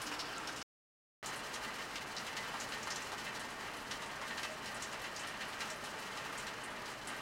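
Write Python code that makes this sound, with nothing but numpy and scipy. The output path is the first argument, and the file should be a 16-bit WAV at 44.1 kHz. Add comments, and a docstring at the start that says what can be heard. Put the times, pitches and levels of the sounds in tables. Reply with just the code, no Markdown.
"""A small woodpecker works at a hanging birch-log feeder in late-winter woods. Crisp ticks and patter
(bits of bark, perhaps drips of meltwater) are each a crack plus a short ring, smeared by close echoes.
A steady breeze hisses in the branches and rustles dry stems over a far rumble. One thin falling whistle,
a few faint plinks and two dry snaps sit on top. Early on, the sound stops dead for 0.6 s."""
import sys
import numpy as np
from scipy import signal
from scipy.fft import rfft, irfft
from scipy.io import wavfile

SR = 44100
rng = np.random.default_rng(int(sys.argv[2]) if len(sys.argv) > 2 else 0)


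def put_to_file(sound):
    """Save the sound as 16-bit audio at rate SR, in the file named by the first command-line argument."""
    columns = np.atleast_2d(sound).T  # one column per channel
    safe = np.clip(columns, -1, 1)
    whole_steps = np.round(safe * 32767)
    wavfile.write(sys.argv[1], SR, whole_steps.astype(np.int16))


N = 317961
TIME = np.arange(N) / SR


def from_db(db):
    """Turns decibels into a number to multiply a sound by."""
    return 10 ** (np.asarray(db) / 20)


def rms_one(x):
    """Scales a sound so that its average strength (rms) is 1."""
    return x / np.sqrt(np.mean(x ** 2) + 1e-20)


def in_time(rows):
    """Joins a table's points with straight lines: one curve for each column after the time."""
    times, *columns = np.transpose(rows)
    return [np.interp(TIME, times, column) for column in columns]


def add(out, start_s, sound):
    """Mixes a sound in at the given time."""
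    at = int(np.clip(start_s * SR, 0, N - 1))
    out[at:at + len(sound)] += sound[:N - at]


def coloured(noise, spectrum):
    """Makes some pitches of a noise louder than others; the result has strength 1."""
    hz, db = np.transpose(spectrum)
    bins_hz = np.maximum(np.fft.rfftfreq(N, 1 / SR), 1)
    gain = from_db(np.interp(np.log(bins_hz), np.log(hz), db))
    return rms_one(irfft(rfft(noise) * gain, N))


def drift(rate_hz):
    """A smooth random wobble of strength 1; a higher rate wobbles faster."""
    noise = rng.standard_normal(N + SR)
    return rms_one(signal.sosfilt(signal.butter(2, rate_hz, fs=SR, output="sos"), noise)[SR:])


def band(x, hz, octaves):
    """Keeps only the pitches in a band of the given width around hz."""
    half = 2 ** (octaves / 2)
    return signal.sosfilt(signal.butter(2, [hz / half, hz * half], "band", fs=SR, output="sos"), x)


# Tone colour of the far rumble: (pitch [Hz], relative level [dB])
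RUMBLE_COLOUR = [(20, -12), (45, -1.5), (70, -5), (130, -0.5), (280, -2), (480, 0.5), (900, -4.5),
                 (2000, -13.5), (16000, -62.5)]
# Tone colour of the air rushing through branches: (pitch [Hz], relative level [dB])
RUSH_COLOUR = [(100, -25), (450, -10), (850, 1.5), (1400, 1.5), (2000, -4.5), (2500, -4.5), (3000, -10.5),
               (3500, -8.5), (6000, -35), (16000, -47.5)]
# Tone colour of the rustling stems: (pitch [Hz], relative level [dB])
RUSTLE_COLOUR = [(1500, -14.5), (3000, 0), (3500, -7.5), (4200, 0.5), (6000, -2), (8500, -6.5),
                 (11000, -11), (13500, -14), (16000, -12.5)]
# How the breeze swells and sinks: (time [s], rush change [dB], rustle change before rustle_share [dB])
BREEZE_SWELLS = [(0.06, 2.5, 6), (0.34, 1.6, -1.3), (1.46, 0.5, 3.7), (1.62, 0.2, 4), (1.82, -0.5, 2),
                 (2.94, 0.25, 2.5), (4.14, -0.7, -1), (4.38, -0.1, 0.8), (4.58, -1, 1.5), (4.74, 0.8, 2.5),
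                 (5.1, -2, -3.5), (5.7, 2, 4.5), (5.78, -0.8, -0.5), (6.34, 0.9, 3.3), (6.58, -2.8, -5),
                 (6.74, 2.2, 0), (7.02, -3, 1.5), (7.14, 0.5, 0)]


def breeze(rumble_db=-53.0, rush_db=-49.0, rustle_db=-55.5, rustle_share=0.6,
           sway_db=0.74, sway_hz=5, flutter_db=1.9, flutter_hz=25, grain_db=2.0):
    """Over a steady far rumble, air rushes in branches and rustles dry stems; those two sway together."""
    rush_swell, rustle_swell = in_time(BREEZE_SWELLS)
    sway = sway_db * drift(sway_hz)
    rumble = from_db(rumble_db) * coloured(rng.standard_normal(N), RUMBLE_COLOUR)
    rush = from_db(rush_db + rush_swell + sway) * coloured(rng.standard_normal(N), RUSH_COLOUR)
    grains = rng.standard_normal(N) * from_db(grain_db * rng.standard_normal(N))
    flutter = flutter_db * drift(flutter_hz)
    rustle_level = from_db(rustle_db + rustle_share * rustle_swell + sway + flutter)
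    rustle = rustle_level * coloured(grains, RUSTLE_COLOUR)
    return rumble + rush + rustle


def burst(rise_s, crack_db, crack_s, early_s=0.022, early_fall_db=4.5, tail_s=0.24, grain_db=6.0):
    """A brief crackle and its close echoes, which fade faster once early_s has passed."""
    t = np.arange(SR // 8) / SR
    tail_db = -60 * np.maximum(t - early_s, 0) / tail_s
    echoes = from_db(tail_db - early_fall_db * t / early_s)
    crack = from_db(crack_db) * np.exp(-t / crack_s)
    loudness = (1 - np.exp(-t / rise_s)) * (echoes + crack)
    grains = rng.standard_normal(len(t)) * from_db(grain_db * rng.standard_normal(len(t)))
    return loudness * grains


def tick(crack_db, ring_db, hz, octaves, low_hz=800, high_hz=7000, split_hz=4000, edge_db=-4.0):
    """One small thing is struck: a noisy crack plus its own short ring."""
    # the bright edge comes at once, the woody body builds up behind it
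    edge = burst(rise_s=0.00088, crack_db=5.5, crack_s=0.0037)
    edge = signal.lfilter(*signal.butter(2, split_hz, "high", fs=SR), edge)
    body = burst(rise_s=0.009, crack_db=-12.0, crack_s=0.011)
    body = signal.lfilter(*signal.butter(2, split_hz, fs=SR), body)
    soften = signal.butter(1, [low_hz, high_hz], "band", fs=SR)
    crack = signal.lfilter(*soften, body + from_db(edge_db) * edge)
    crack = signal.lfilter(*soften, crack)
    ring = band(burst(rise_s=0.0017, crack_db=2.5, crack_s=0.00598), hz, octaves)
    head = SR // 36   # the first 28 ms set the level
    return from_db(crack_db) * crack / np.std(crack[:head]) + from_db(ring_db) * ring / np.std(ring[:head])


# Woody knocks ring over a wide band, small high ticks a narrow one: (pitch [Hz], width [octaves])
RING_WIDTHS = [(1000, 1.03), (2700, 2.06), (4500, 0.62), (9000, 0.5)]
# The louder ticks, before the gains below: (time [s], crack level [dB], ring level [dB], pitch [Hz])
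FEEDER_TICKS = [(0.015, -46, -53, 9800), (0.064, -47, -51, 5560), (0.114, -49, -47, 1410),
                (0.191, -45, -45, 4450), (0.472, -44, -52, 5100), (0.561, -47, -55, 6500),
                (0.614, -54, -53, 5400), (1.258, -62, -47.5, 7200), (1.318, -58, -54, 1600),
                (1.358, -54, -54.5, 9000), (1.539, -42, -52.5, 6340), (1.633, -50, -51, 1200),
                (1.785, -49.5, -53.5, 1400), (1.955, -48, -46.5, 3270), (2.165, -51, -45, 4770),
                (2.265, -44.5, -53, 1800), (2.366, -45, -46.5, 2620), (2.539, -50, -45.5, 1050),
                (2.598, -53, -48.5, 6300), (2.609, -43.5, -54, 5670), (2.72, -57, -46.5, 2450),
                (2.827, -57, -52, 6100), (2.871, -46, -45.5, 1000), (2.902, -44.5, -44.5, 5600),
                (2.958, -46, -49, 5900), (3.019, -58, -53.5, 6700), (3.117, -46.5, -48.5, 980),
                (3.18, -47, -57, 5430), (3.264, -55, -49, 1650), (3.349, -49, -58, 4900),
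                (3.394, -49.5, -58, 8900), (3.911, -55, -44.5, 2750), (4.02, -46, -53, 925),
                (4.214, -48, -48.5, 850), (4.306, -62, -48.5, 1710), (4.374, -46.5, -48.5, 2620),
                (4.43, -40.5, -49.5, 1590), (4.657, -46.5, -53, 4900), (4.742, -60, -55, 8200),
                (4.821, -45, -47, 6640), (4.926, -46, -56, 900), (5.017, -50, -61, 11000),
                (5.041, -48.5, -49, 1770), (5.161, -50, -49, 5600), (5.192, -50, -53.5, 7400),
                (5.233, -49, -50, 1700), (5.272, -47.5, -58, 9400), (5.406, -52, -48.5, 1980),
                (5.48, -62, -60, 10000), (5.604, -44, -46.5, 2760), (5.699, -49, -50, 6700),
                (5.838, -50, -57, 9000), (6.171, -46.5, -54, 2800), (6.376, -49, -51, 7560),
                (6.467, -45, -57, 3100), (6.636, -62, -54, 8450), (6.675, -58, -53, 900),
                (6.856, -51, -56, 4630), (7.071, -48, -50.5, 8500)]


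def ticks(crack_gain_db=-3.5, ring_gain_db=1.5):
    """The clear ticks as the woodpecker works; each one's pitch sets how wide its ring is."""
    out = np.zeros(N)
    pitches, widths = np.transpose(RING_WIDTHS)
    for start_s, crack_db, ring_db, hz in FEEDER_TICKS:
        octaves = np.interp(np.log(hz), np.log(pitches), widths)
        add(out, start_s, tick(crack_db + crack_gain_db, ring_db + ring_gain_db, hz, octaves))
    return out


def patter(softest_db=-62.0, spread_db=4.5, low_hz=1700, high_hz=11500, db_per_octave=-1.5, count=95):
    """Bits of bark or drips tick faintly, with no long pauses; higher ones are smaller and ring less."""
    out = np.zeros(N)
    middle_hz = np.sqrt(low_hz * high_hz)
    for slot, (when, pitch, size) in enumerate(rng.random((count, 3))):
        start_s = (slot + when) / count * N / SR
        hz = low_hz * (high_hz / low_hz) ** pitch
        crack_db = softest_db + spread_db * size
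        ring_db = crack_db + db_per_octave * np.log2(hz / middle_hz)
        add(out, start_s, tick(crack_db, ring_db, hz, octaves=0.6))
    return out


def close_echoes(x, total_db=-7.5, earliest_s=0.004, latest_s=0.02, count=14):
    """Nearby surfaces send back weak copies, making the sound hollow but no louder."""
    out = x.copy()
    for distance, side in rng.random((count, 2)):
        delay_s = earliest_s + distance * (latest_s - earliest_s)
        gain = np.sign(side - 0.5) * from_db(total_db) / np.sqrt(count)
        add(out, delay_s, gain * x)
    return out / np.sqrt(1 + from_db(2 * total_db))


# Where the surroundings ring before the silence: (pitch [Hz], width [Hz], gain of the added ring [dB])
EARLY_RINGS = [(290.6, 37, 5.5), (1363, 28, -3), (1580, 20, 4.5), (1870, 46, -5.5), (2780, 140, -4.5),
               (2940, 99, -0.5), (4670, 66, -14.5), (5150, 180, -2.5), (5460, 60, 1)]
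# Where they ring after the silence: (pitch [Hz], width [Hz], gain of the added ring [dB])
LATE_RINGS = [(47.3, 10, -17), (126, 12, -11), (222, 29, -1), (277, 21, -2), (417, 34, -10), (618, 32, -4),
              (882, 47, -7), (1100, 28, -9), (1218, 69, -7.5), (1684, 17, -1), (1593, 22, 2.5),
              (1829, 25, 7), (1939, 59, 3.5), (2090, 14, 4.5), (2360, 23, 0), (2640, 12, 3), (2793, 58, 0),
              (2987, 43, 3.5), (3090, 14, 2.5), (4020, 100, -4.5), (4900, 87, -14)]


def surroundings(x, rings):
    """A sound sets its surroundings ringing at certain pitches, which add to it."""
    out = x.copy()
    for hz, width_hz, db in rings:
        out += from_db(db) * signal.lfilter(*signal.iirpeak(hz, hz / width_hz, fs=SR), x)
    return out


# The path of the thin, far whistle: (time [s], pitch [Hz], level [dB])
WHISTLE_PATH = [(.20, 5500, -67), (.225, 5100, -53.5), (.28, 4740, -56), (.315, 5320, -66.5),
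                (.345, 4700, -55.5), (.375, 4080, -52.5), (.40, 3900, -73.5)]


def whistle(blur_hz=380):
    """A falling whistle, blurred into a narrow hiss on its way through the trees."""
    hz, db = in_time(WHISTLE_PATH)
    phase = 2 * np.pi * np.cumsum(hz) / SR
    sounding = (TIME > WHISTLE_PATH[0][0]) & (TIME < WHISTLE_PATH[-1][0])
    blurred_tone = drift(blur_hz) * np.cos(phase) + drift(blur_hz) * np.sin(phase)
    return sounding * from_db(db) * blurred_tone


# Faint plinks and far peeps, before the gain below: (time [s], level [dB], pitch [Hz])
PLINK_NOTES = [(0.269, -56, 3080), (0.34, -49.5, 1350), (1.66, -45, 2020), (2.372, -46.5, 2010),
               (4.02, -54, 905), (4.477, -51, 626), (5.22, -53, 1300), (5.591, -51, 1336),
               (5.695, -52, 625), (6.68, -54, 840)]


def plinks(gain_db=-0.5, peak_s=0.031, length_s=0.186, blur_hz=22, blur=0.7):
    """Short soft tones swell and fade, wavering because they arrive by many paths."""
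    out = np.zeros(N)
    # complex numbers let one curve wobble both a tone's strength and its timing
    wobble = drift(blur_hz) + 1j * drift(blur_hz)
    paths = (1 + blur * wobble) / np.sqrt(1 + 2 * blur ** 2)
    t = np.arange(int(length_s * SR)) / SR
    age = t / peak_s
    swell = age ** 2 * np.exp(2 - 2 * age)
    for start_s, db, hz in PLINK_NOTES:
        waver = np.interp(start_s + t, TIME, paths)
        tone = np.sqrt(2) * np.real(np.exp(2j * np.pi * hz * t) * waver)
        add(out, start_s, from_db(db + gain_db) * swell * tone)
    return out


# Dry snaps close by: (time [s], level before the gain below [dB], pitch [Hz])
DRY_SNAPS = [(.381, -46.5, 7400), (2.96, -41, 6440)]


def snaps(gain=2, decay_s=0.0019, octaves=0.48):
    """Quick clicks of noise, too close to be smeared by echoes."""
    out = np.zeros(N)
    t = np.arange(SR // 50) / SR
    for start_s, db, hz in DRY_SNAPS:
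        noise = rms_one(band(rng.standard_normal(len(t)), hz, octaves))
        add(out, start_s, gain * from_db(db) * noise * np.exp(-t / decay_s))
    return out


def scene():
    """Breeze, ticks and patter ring in the same surroundings; the tones and snaps are added on top."""
    woods = breeze() + close_echoes(ticks() + patter())
    early = TIME < HEARD_SPANS[1][0]
    woods = np.where(early, surroundings(woods, EARLY_RINGS), surroundings(woods, LATE_RINGS))
    return (woods + plinks() + whistle() + snaps())[None]


# When the sound is heard, with silence in between: (start [s], end [s])
HEARD_SPANS = [(0, 0.628), (1.228, 7.3)]


def record(dry, dull_hz=13500, cutoff_hz=15850):
    """The microphone softens the treble; the sound stops dead once, and its very top is cut off."""
    soft = signal.sosfilt(signal.butter(1, dull_hz, fs=SR, output="sos"), dry)
    heard = sum((TIME >= start) & (TIME < end) for start, end in HEARD_SPANS)
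    top_cut = signal.ellip(12, 0.1, 70, cutoff_hz, fs=SR, output="sos")
    return signal.sosfilt(top_cut, soft * heard)


dry = scene()
out = record(dry)
put_to_file(out)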